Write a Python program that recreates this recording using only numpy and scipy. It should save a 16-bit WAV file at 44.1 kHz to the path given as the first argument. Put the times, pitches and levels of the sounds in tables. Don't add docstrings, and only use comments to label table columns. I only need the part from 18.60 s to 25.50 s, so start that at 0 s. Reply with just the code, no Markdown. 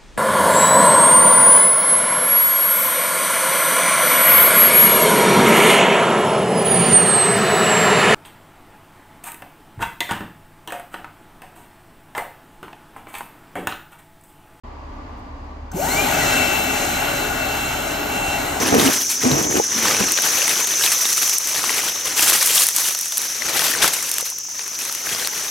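import sys
import numpy as np
from scipy import signal
from scipy.fft import rfft, irfft
from scipy.io import wavfile
from scipy.ndimage import uniform_filter1d, minimum_filter1d

SR = 44100
rng = np.random.default_rng(int(sys.argv[2]) if len(sys.argv) > 2 else 0)


def to_wav(sig):
    pcm = np.clip(np.atleast_2d(sig), -1, 1) * 32767
    pcm = np.round(pcm).astype(np.int16)
    wavfile.write(sys.argv[1], SR, pcm.T)


N = 304290
TIME = np.arange(N) / SR
BINS = np.fft.rfftfreq(N, 1 / SR)


def gain_of(db):
    return 10 ** (np.asarray(db) / 20)


def evened(x):
    return x / np.sqrt(np.mean(x ** 2) + 1e-20)


def read(points, hz=BINS):
    f, value = np.transpose(points)
    return np.interp(np.log(hz + 1), np.log(f + 1), value)


def controls(rows):
    s, *columns = np.transpose(rows)
    return [np.interp(TIME, s, c) for c in columns]


def colour(x, gain):
    return irfft(rfft(x) * gain, N)


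def noise(spectrum):
    return evened(colour(rng.standard_normal(N), gain_of(read(spectrum))))


def wander(hz):
    return evened(colour(rng.standard_normal(N), 1 / (1 + (BINS / hz) ** 4)))


def add(mix, s, sound):
    part = mix[max(round(s * SR), 0):][:len(sound)]
    part += sound[:len(part)]


def clicks(per_s, spread_db, cap=4.1):
    size = gain_of(spread_db * np.minimum(rng.exponential(1, N), cap))
    sign = rng.choice([-1, 1], N)
    return size * sign * (rng.random(N) < per_s / SR)


def held(x, seconds):
    power = abs(uniform_filter1d(x ** 2, int(seconds * SR)))
    return x / np.sqrt(power + 1e-9)


def resonate(x, hz, width):
    turn = np.exp(2j * np.pi * np.cumsum(hz) / SR)
    r = np.exp(-np.pi * width / SR)
    return 2 * (turn * signal.lfilter([1 - r], [1, -r], x / turn)).real


def stroke(start, length, rise_s, sag_db_per_s, release_s):
    t = TIME - start
    rise = np.clip(t / rise_s, 0, 1)
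    sag = gain_of(-sag_db_per_s * np.clip(t, 0, length))
    return rise * sag * np.exp(-np.maximum(t - length, 0) / release_s)


def strays(force_db, over_db, spread_db, count):
    when, size, draw = rng.random((count, 3)).T
    at = ((np.arange(count) + when) / count * (N - 1)).astype(int)
    return zip(TIME[at], force_db[at] + over_db + spread_db * (2 * size - 1), draw)


def undergrowth(x, db, decay_s):
    t = np.arange(SR // 12) / SR
    echo = rng.standard_normal(len(t)) * np.exp(-t / decay_s)
    return gain_of(db) * signal.oaconvolve(x, echo / np.linalg.norm(echo))[:N]


def ports(x, scattered):
    # start_s, left_over_right_db
    sway_curve = [(0.0, 0), (1.42, 1.5), (1.63, 8), (2.46, -1), (3.09, 5), (4.63, 1.5), (4.8, 8.5),
                  (5.5, 3.5), (6.9, 5)]
    # frequency_hz, share (0 to 1)
    port_lean = [(100, 0), (380, 0), (700, 0.8), (1300, 0.5), (2400, 1), (4400, 0.66), (8000, 0.03),
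                 (12000, 0.5)]
    # frequency_hz, gain_db
    side_scatter = [(60, -32), (300, -16), (700, -11), (1200, -13.5), (2400, -11.5), (6000, -7.5),
                    (8500, -15.5), (11000, -23), (15000, -35)]
    sway_db, = controls(sway_curve)
    sway = np.tanh(sway_db * np.log(10) / 40)
    side = colour(scattered, gain_of(read(side_scatter))) + sway * colour(x, read(port_lean))
    return np.array([x + side, x - side])


def litter(force_db, crisp_db, scatter_db=-3.5):
    grains = crackle(per_s=6000, spread_db=3.0, cycles=3.6, clump_db=0.98, clump_hz=60,
                     shared=0.82, patch_db=3.5, rub=0.71)
    blur = crush(rng.standard_normal(N), force_db, crisp_db)
    return ports(crush(grains, force_db, crisp_db), gain_of(scatter_db) * blur)


def effort():
    # start_s, rise_s, length_s, force_db, crispness_db (more treble, less body)
    push_rows = [(-0.03, 0.051, 0.11, -23.5, -5.5), (0.142, 0.077, .12, -21, -3),
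                 (0.318, .015, 0.035, -24.5, 1), (.37, .04, 0.077, -35, 9), (0.487, 0.013, 0.026, -28, 5),
                 (0.549, 0.095, 0.17, -28, -3), (0.773, 0.017, .04, -28, -2), (0.877, 0.048, 0.14, -30, -1),
                 (1.058, 0.11, 0.23, -26, -3.5), (1.199, 0.062, 0.14, -23, -4.5),
                 (1.377, 0.016, 0.035, -24.5, -4), (1.447, .04, 0.19, -27.5, -2),
                 (1.619, 0.039, 0.4, -24, -1), (2.053, 0.037, 0.17, -27.5, -0.5),
                 (2.182, .04, 0.19, -25.5, 2), (2.372, 0.041, 0.36, -27.5, 3),
                 (2.775, 0.062, .14, -29.5, 1.5), (2.932, 0.02, 0.36, -25.5, -.5),
                 (3.328, 0.035, 0.073, -33.5, -1.5), (3.437, 0.014, 0.15, -29, -1.5),
                 (3.551, 0.048, 0.19, -19.5, 2.5), (3.766, 0.021, 0.15, -24, 3.5),
                 (3.922, 0.029, 0.1, -22, 5.5), (4.064, .01, 0.026, -30, 5), (4.13, 0.027, .16, -27, 4.5),
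                 (4.343, 0.047, 0.2, -36, 5), (4.555, 0.033, 0.24, -32.5, 1.5),
                 (4.72, 0.25, 0.23, -24, -2.5), (4.961, 0.014, .16, -25, 1), (5.14, 0.029, 0.12, -26.5, -5),
                 (5.216, 0.0097, 0.065, -22.5, 0), (5.313, .03, 0.28, -30.5, 1.5),
                 (5.643, 0.011, 0.015, -32.5, 4.5), (5.93, 0.037, 0.44, -39.5, 0),
                 (6.153, 0.058, 0.2, -34, 1), (6.391, 0.096, 0.25, -28, -1),
                 (6.684, 0.051, 0.18, -31, -0.5)]
    rest_db, rest_crisp_db = -45.5, 0.5
    sag_db_per_s = 3.5
    settle_s, settle_per_rise = 0.035, 0.72
    uneven_db, uneven_hz = 1.45, 23
    power = np.full(N, gain_of(rest_db) ** 2)
    crisp = power * rest_crisp_db
    for start, rise_s, length, db, crisp_db in push_rows:
        release_s = settle_s + settle_per_rise * rise_s
        push = (gain_of(db) * stroke(start, length, rise_s, sag_db_per_s, release_s)) ** 2
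        power, crisp = power + push, crisp + push * crisp_db
    return 10 * np.log10(power) + uneven_db * wander(uneven_hz), crisp / power


def crackle(per_s, spread_db, cycles, clump_db, clump_hz, shared, patch_db, rub):
    clumps = gain_of(clump_db * wander(clump_hz))
    t, flakes = np.arange(SR // 40) / SR, np.zeros(N)
    pitches = np.geomspace(250, 15000, 36)
    for hz in pitches:
        ring = np.exp(-t * hz / cycles) * np.sin(2 * np.pi * hz * t)
        train = clicks(per_s * (hz / pitches[-1]) ** .75 / 10, spread_db)
        contact = gain_of(patch_db * wander(17.8))
        flakes += np.sqrt(hz) * evened(contact * signal.oaconvolve(train, ring)[:N])
    ticks = clicks(per_s, spread_db, cap=3.7)
    return clumps * (evened(flakes) + shared * evened(ticks) + rub * rng.standard_normal(N))


def crush(grains, force_db, crisp_db, middle_db=-4.5, edge_db=-4.0, fizz_db=0.,
          low_hz=850, split_hz=2700, high_hz=6200, edge_share=0.41):
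    # frequency_hz, density_db (per Hz)
    leaf_colour = [(40, -12.5), (110, -5), (330, -0.5), (480, 0), (750, -4), (1300, -3.5), (2400, -2.5),
                   (4200, -2.5), (6500, 1), (8500, 0.5), (11500, 2.5), (13500, -2), (16000, -10.5)]
    grains = colour(grains, gain_of(read(leaf_colour)))
    low = 1 / (1 + (BINS / low_hz) ** 4)
    lower = 1 / (1 + (BINS / split_hz) ** 4)
    high = 1 - 1 / (1 + (BINS / high_hz) ** 6)
    bands = (low, lower - low, 1 - lower - high, high)
    body, middle, edge, fizz = (held(colour(grains, band), 0.062) for band in bands)
    weight_db = -13 - 1.26 * crisp_db
    mix = gain_of(middle_db - edge_share * crisp_db) * middle
    mix += gain_of(edge_db + edge_share * crisp_db) * edge
    mix += gain_of(weight_db) * body + gain_of(fizz_db + crisp_db) * fizz
    return gain_of(force_db) * mix


def snaps(force_db, level_db=-1., tail_db=13.0, split_hz=6000, crack_s=0.0001):
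    # start_s, level_db (before level_db is added),
    # crispness_db (treble over middle), splinter_decay_ms
    leaf_breaks = [(0.1471, -17.5, -3, 3.6), (0.826, -22, 17, 3.2), (1.5203, -11, 19, 1.2),
                   (1.5746, -15.5, -9, 8), (1.62, -15, 8, 4.2), (1.88, -17, 11, 2.2), (1.8934, -13, 8, 2.4),
                   (2.0717, -17, 6, 5), (2.2392, -16, -4, 2), (2.263, -11, -3, 0.99),
                   (2.3182, -12.5, 3, 12), (2.5292, -13, 14, 1.4), (2.5724, -15.5, 5, 2.5),
                   (2.677, -14.5, 6, 3.5), (2.695, -13, 6, 2.7), (2.7838, -7.5, 29, 1.1),
                   (2.8726, -16, 21, 1.7), (3.0399, -21, -9, 1.5), (3.085, -23, -5, 3), (3.4546, -22, 7, 5),
                   (3.827, -12, 1, 4.5), (3.8594, -11, 25, 11), (3.8728, -10, 6, 5), (4.068, -8, 21, 1.1),
                   (4.087, -10, 8, 1.4), (4.1626, -10.5, 23, 3), (4.1837, -14.5, 1, 1.9),
                   (4.3485, -17, 1, 3.2), (4.3898, -17, 13, 0.74), (4.411, -17, 19, 2.7),
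                   (4.4576, -20, 4, 2.7), (4.5218, -19, 1, 3.2), (4.5718, -14.5, 8.5, 5.5),
                   (4.5808, -9, 17, 0.53), (4.6173, -19, 10.5, 1.4), (4.993, -13, -6, 3.2),
                   (5.222, -12.5, -4, 4.4), (5.2779, -11, 2, 5.2), (5.3348, -14.5, 5, 8.8),
                   (5.4258, -20, 9, 2), (5.4925, -21, 16, 6), (5.515, -14, 23, 1.6), (5.5407, -17, 16, 1.4),
                   (5.5837, -13, 7, 0.81), (5.609, -17.5, 21, 2.2), (5.7003, -20.5, 21, 4),
                   (5.786, -23.5, 14, 2.3), (5.993, -23, -45, 2.9), (6.079, -25, 3, 2.2),
                   (6.189, -22, 4, 5.5), (6.2514, -20.5, 5, 1.3), (6.325, -21, 14, 1.9),
                   (6.35, -19, 5, 3.4), (6.6732, -14.5, 3, 1.4)]
    out, t = np.zeros(N), np.arange(2048) / SR
    dull = signal.butter(2, [900, split_hz], "bandpass", fs=SR, output="sos")
    crisp = signal.butter(2, [split_hz, 13000], "bandpass", fs=SR, output="sos")
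    for s, db, crisp_db, ms in leaf_breaks + small_snaps(force_db):
        shape = np.exp(-t / crack_s) + gain_of(tail_db) * np.exp(-t * 1000 / ms)
        a, b = rng.choice([-1, 1], (2, len(t))) * shape
        treble = evened(signal.sosfilt(crisp, b))
        crack = evened(signal.sosfilt(dull, a)) + gain_of(crisp_db) * treble
        first_3_ms = crack[:SR * 3 // 1000]
        add(out, s, gain_of(db + level_db) * crack / np.std(first_3_ms))
    return ports(out, undergrowth(out, db=-16.0, decay_s=.004))


def small_snaps(force_db, dull_db=-12.0, crisp_db=13.0, ms=2.4):
    events = strays(force_db, over_db=2.5, spread_db=2.0, count=48)
    return [(s, db, dull_db + u * (crisp_db - dull_db), ms) for s, db, u in events]


def flicks(force_db, level_db=-2.0, ring_s=0.0015, rise_s=0.00029, rasp=0.43, tap_db=-8.0, tap_s=0.0003,
           lowest_hz=350):
    # start_s, ring_db (before level_db is added), pitch_hz
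    releases = [(0.276, -10, 2920), (0.7157, -10, 3970), (1.2826, -6.5, 1670), (1.3467, -9, 2400),
                (1.5867, -7.5, 1550), (1.8186, -9, 2800), (1.8786, -8.5, 2000), (2.108, -16, 3400),
                (2.1379, -15, 3540), (2.2378, -10, 3800), (2.454, -8, 3700), (3.04, -10, 1040),
                (3.094, -11, 1990), (3.1825, -14, 2760), (3.1908, -13, 2000), (3.5936, -8, 2710),
                (3.7214, -7.5, 1150), (3.9819, -9.5, 3250), (4.821, -11.5, 2020), (5.116, -13.5, 1770),
                (5.2702, -11, 3420), (6.4906, -17, 4700), (6.548, -13, 5040), (6.5957, -13.5, 3300),
                (6.648, -14, 4360)]
    out, t = np.zeros(N), np.arange(1024) / SR
    shape = (1 - np.exp(-t / rise_s)) * np.exp(-t / ring_s)
    for s, db, hz in releases + small_flicks(force_db):
        scrape = evened(signal.lfilter([1], [1, -.7], rng.standard_normal(len(t))))
        ring = shape / shape.max() * (np.sin(2 * np.pi * hz * t) + rasp * scrape)
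        tap = gain_of(tap_db) * np.exp(-t / tap_s) * scrape
        add(out, s, gain_of(db + level_db) * (ring + tap))
    no_bass = signal.butter(2, lowest_hz, "highpass", fs=SR, output="sos")
    out = signal.sosfilt(no_bass, out)
    return ports(out, undergrowth(out, db=-4.0, decay_s=.006))


def small_flicks(force_db, low_hz=800., high_hz=4500.):
    events = strays(force_db, over_db=8., spread_db=6.5, count=48)
    return [(s, db, low_hz * (high_hz / low_hz) ** u) for s, db, u in events]


def dragging_leaf(drag_db=-1.5, ring_db=-8.0, knock_db=-6.5):
    # frequency_hz, density_db (per Hz)
    casing_colour = [(25, -22), (70, -7.5), (130, -3.5), (175, -4), (250, 1.5), (440, 0.5), (560, -6.5),
                     (790, -6), (1050, -13.5), (2300, -21), (5000, -39)]
    # frequency_hz, lead_rad
    casing_lead = [(30, .2), (120, 0.59), (220, .85), (430, 1.33), (1000, 1.9), (2500, 2.3)]
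    # start_s, level_db (before knock_db is added), pitch_hz, decay_ms
    leaf_knocks = [(0.131, -15, 205, 23), (0.151, -2, 450, 5.9), (0.255, -8.5, 264.7, 29),
                   (0.652, -9.5, 250.5, 44), (0.716, -10, 141, 25), (0.797, -7, 384, 7.2),
                   (0.942, -11.5, 403, 5.7), (0.972, -15, 360, 9.5), (0.998, -2.5, 460, 3.3),
                   (0.9985, -8, 830, 4.1), (1.155, -20, 227, 30), (1.403, -11.5, 198, 20),
                   (1.411, -5, 440, 1.5), (5.626, -19, 493, 2.5)]
    pressure_db, hz = drags()
    slips = evened(clicks(per_s=1100, spread_db=2.5))
    casing = held(colour(slips, gain_of(read(casing_colour))), 0.096)
    blade = held(resonate(resonate(slips, hz, width=44), hz, width=100), 0.068)
    contact = np.interp(TIME, [1.42, 1.6], [1, 0])
    rubbing = held(casing + gain_of(ring_db) * blade, 0.0234)
    out = gain_of(pressure_db + drag_db) * rubbing * contact
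    t = np.arange(SR // 5) / SR
    for s, db, pitch, decay in leaf_knocks:
        rise = 0.13 * decay
        shape = (1 - np.exp(-1000 * t / rise)) ** 2 * np.exp(-1000 * t / decay)
        add(out, s, gain_of(db + knock_db) * shape / shape.max() * np.sin(2 * np.pi * pitch * t))
    lead = np.clip(read(casing_lead), 0, 2)
    side = colour(out, 1j * np.tan(lead / 2)) + undergrowth(out, db=-24.0, decay_s=0.013)
    return np.array([out + side, out - side])


def drags():
    # start_s, length_s, pressure_db (before drag_db is added),
    # resonance_start_hz, resonance_end_hz
    drag_rows = [(-0.02, 0.18, -23, 210, 260), (0.106, 0.091, -14.5, 270, 250), (0.197, 0.1, -18, 232, 275),
                 (0.31, 0.11, -35, 285, 270), (0.626, 0.049, -17, 250, 250), (0.686, 0.13, -20.5, 290, 390),
                 (0.829, 0.097, -24.5, 314, 333), (0.933, 0.052, -19, 367, 350),
                 (1.144, 0.26, -37, 222, 300), (1.382, 0.08, -28, 220, 250), (1.487, 0.045, -31, 300, 330)]
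    rise_s, sag_db_per_s, release_s, rest_db = 0.02, 6, 0.017, -40.5
    power, glide = gain_of(rest_db) ** 2, []
    for start, length, db, from_hz, to_hz in drag_rows:
        power = power + (gain_of(db) * stroke(start, length, rise_s, sag_db_per_s, release_s)) ** 2
        glide += [(start, from_hz), (start + length, to_hz)]
    return 10 * np.log10(power), controls(sorted(glide))[0]


def cicadas(level_db=-0.72, near_db=-11.0, side_db=-11.0, flutter_db=0.62, waver_hz=170, lean=0.044):
    # start_s, level_db (before level_db is added)
    chorus_curve = [(0, -25), (.2, -26.5), (.4, -23), (1.4, -22), (1.55, -20.5), (1.7, -21.5), (2.4, -22),
                    (2.74, -20.5), (2.8, -24.5), (3.4, -26.5), (5.1, -27.5), (5.8, -29), (6.9, -28.5)]
    # frequency_hz, density_db (per Hz)
    song_colour = [(3800, -62), (4850, -9.5), (5250, -7), (5550, 2.5), (5850, 6.5), (6080, 6), (6350, 3),
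                   (6750, -2.5), (7500, -12.5), (10000, -32), (12000, -60), (13500, -75)]
    # peak_s, rise_hz
    pitch_lifts = [(0.919, 299.8), (1.769, 159.8), (2.06, 240.2)]
    centre_hz, lift_s = 6150, 0.068
    level, = controls(chorus_curve)
    hz = centre_hz + sum(rise_hz * np.exp(-((TIME - s) / lift_s) ** 2) for s, rise_hz in pitch_lifts)
    turn = np.exp(2j * np.pi * np.cumsum(hz - hz.mean()) / SR)
    mid, side = ((signal.hilbert(noise(song_colour)) * turn).real for _ in range(2))
    tone = np.sin(2 * np.pi * np.cumsum(hz + waver_hz * wander(129)) / SR)
    near = evened(gain_of(3.7 * wander(120)) * tone)
    mid = mid + gain_of(near_db) * near
    side = gain_of(side_db) * side + lean * mid
    return gain_of(level + level_db + flutter_db * wander(47)) * np.array([mid + side, mid - side])


def forest(level_db=-46.5, side_db=-9.0):
    # (per Hz, relative)
    air_colour = [(25, -3), (90, 8.5), (200, 8.5), (480, 6), (750, -21), (1700, -15), (2700, 11),
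                  (4200, -7.5), (9000, -31.5), (16000, 6)]
    mid, side = noise(air_colour), gain_of(side_db) * noise(air_colour)
    return gain_of(level_db) * np.array([mid + side, mid - side])


def scene():
    force_db, crisp_db = effort()
    leaves = litter(force_db, crisp_db) + snaps(force_db) + flicks(force_db)
    return leaves + dragging_leaf() + cicadas() + forest()


def limited(x, recovery_db_per_s=160):
    over_db = np.maximum(20 * np.log10(abs(x).max(0) + 1e-9), 0)
    fall = TIME * recovery_db_per_s
    gain_db = minimum_filter1d(fall - np.maximum.accumulate(over_db + fall), size=41)
    return x * gain_of(uniform_filter1d(gain_db, size=41))


def record(dry):
    # frequency_hz, gain_db
    port_spacing = [(25, -7), (100, -1.5), (7000, 2.5), (9800, 7.5), (11000, -11), (15000, -31)]
    mid = dry.mean(0)
    side = colour((dry[0] - dry[1]) / 2, gain_of(read(port_spacing)))
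    band_limit = signal.firwin(511, 16000, window=("kaiser", 9), fs=SR)
    return signal.oaconvolve(limited(np.array([mid + side, mid - side])), band_limit[None], "same")


dry = scene()
out = record(dry)
to_wav(out)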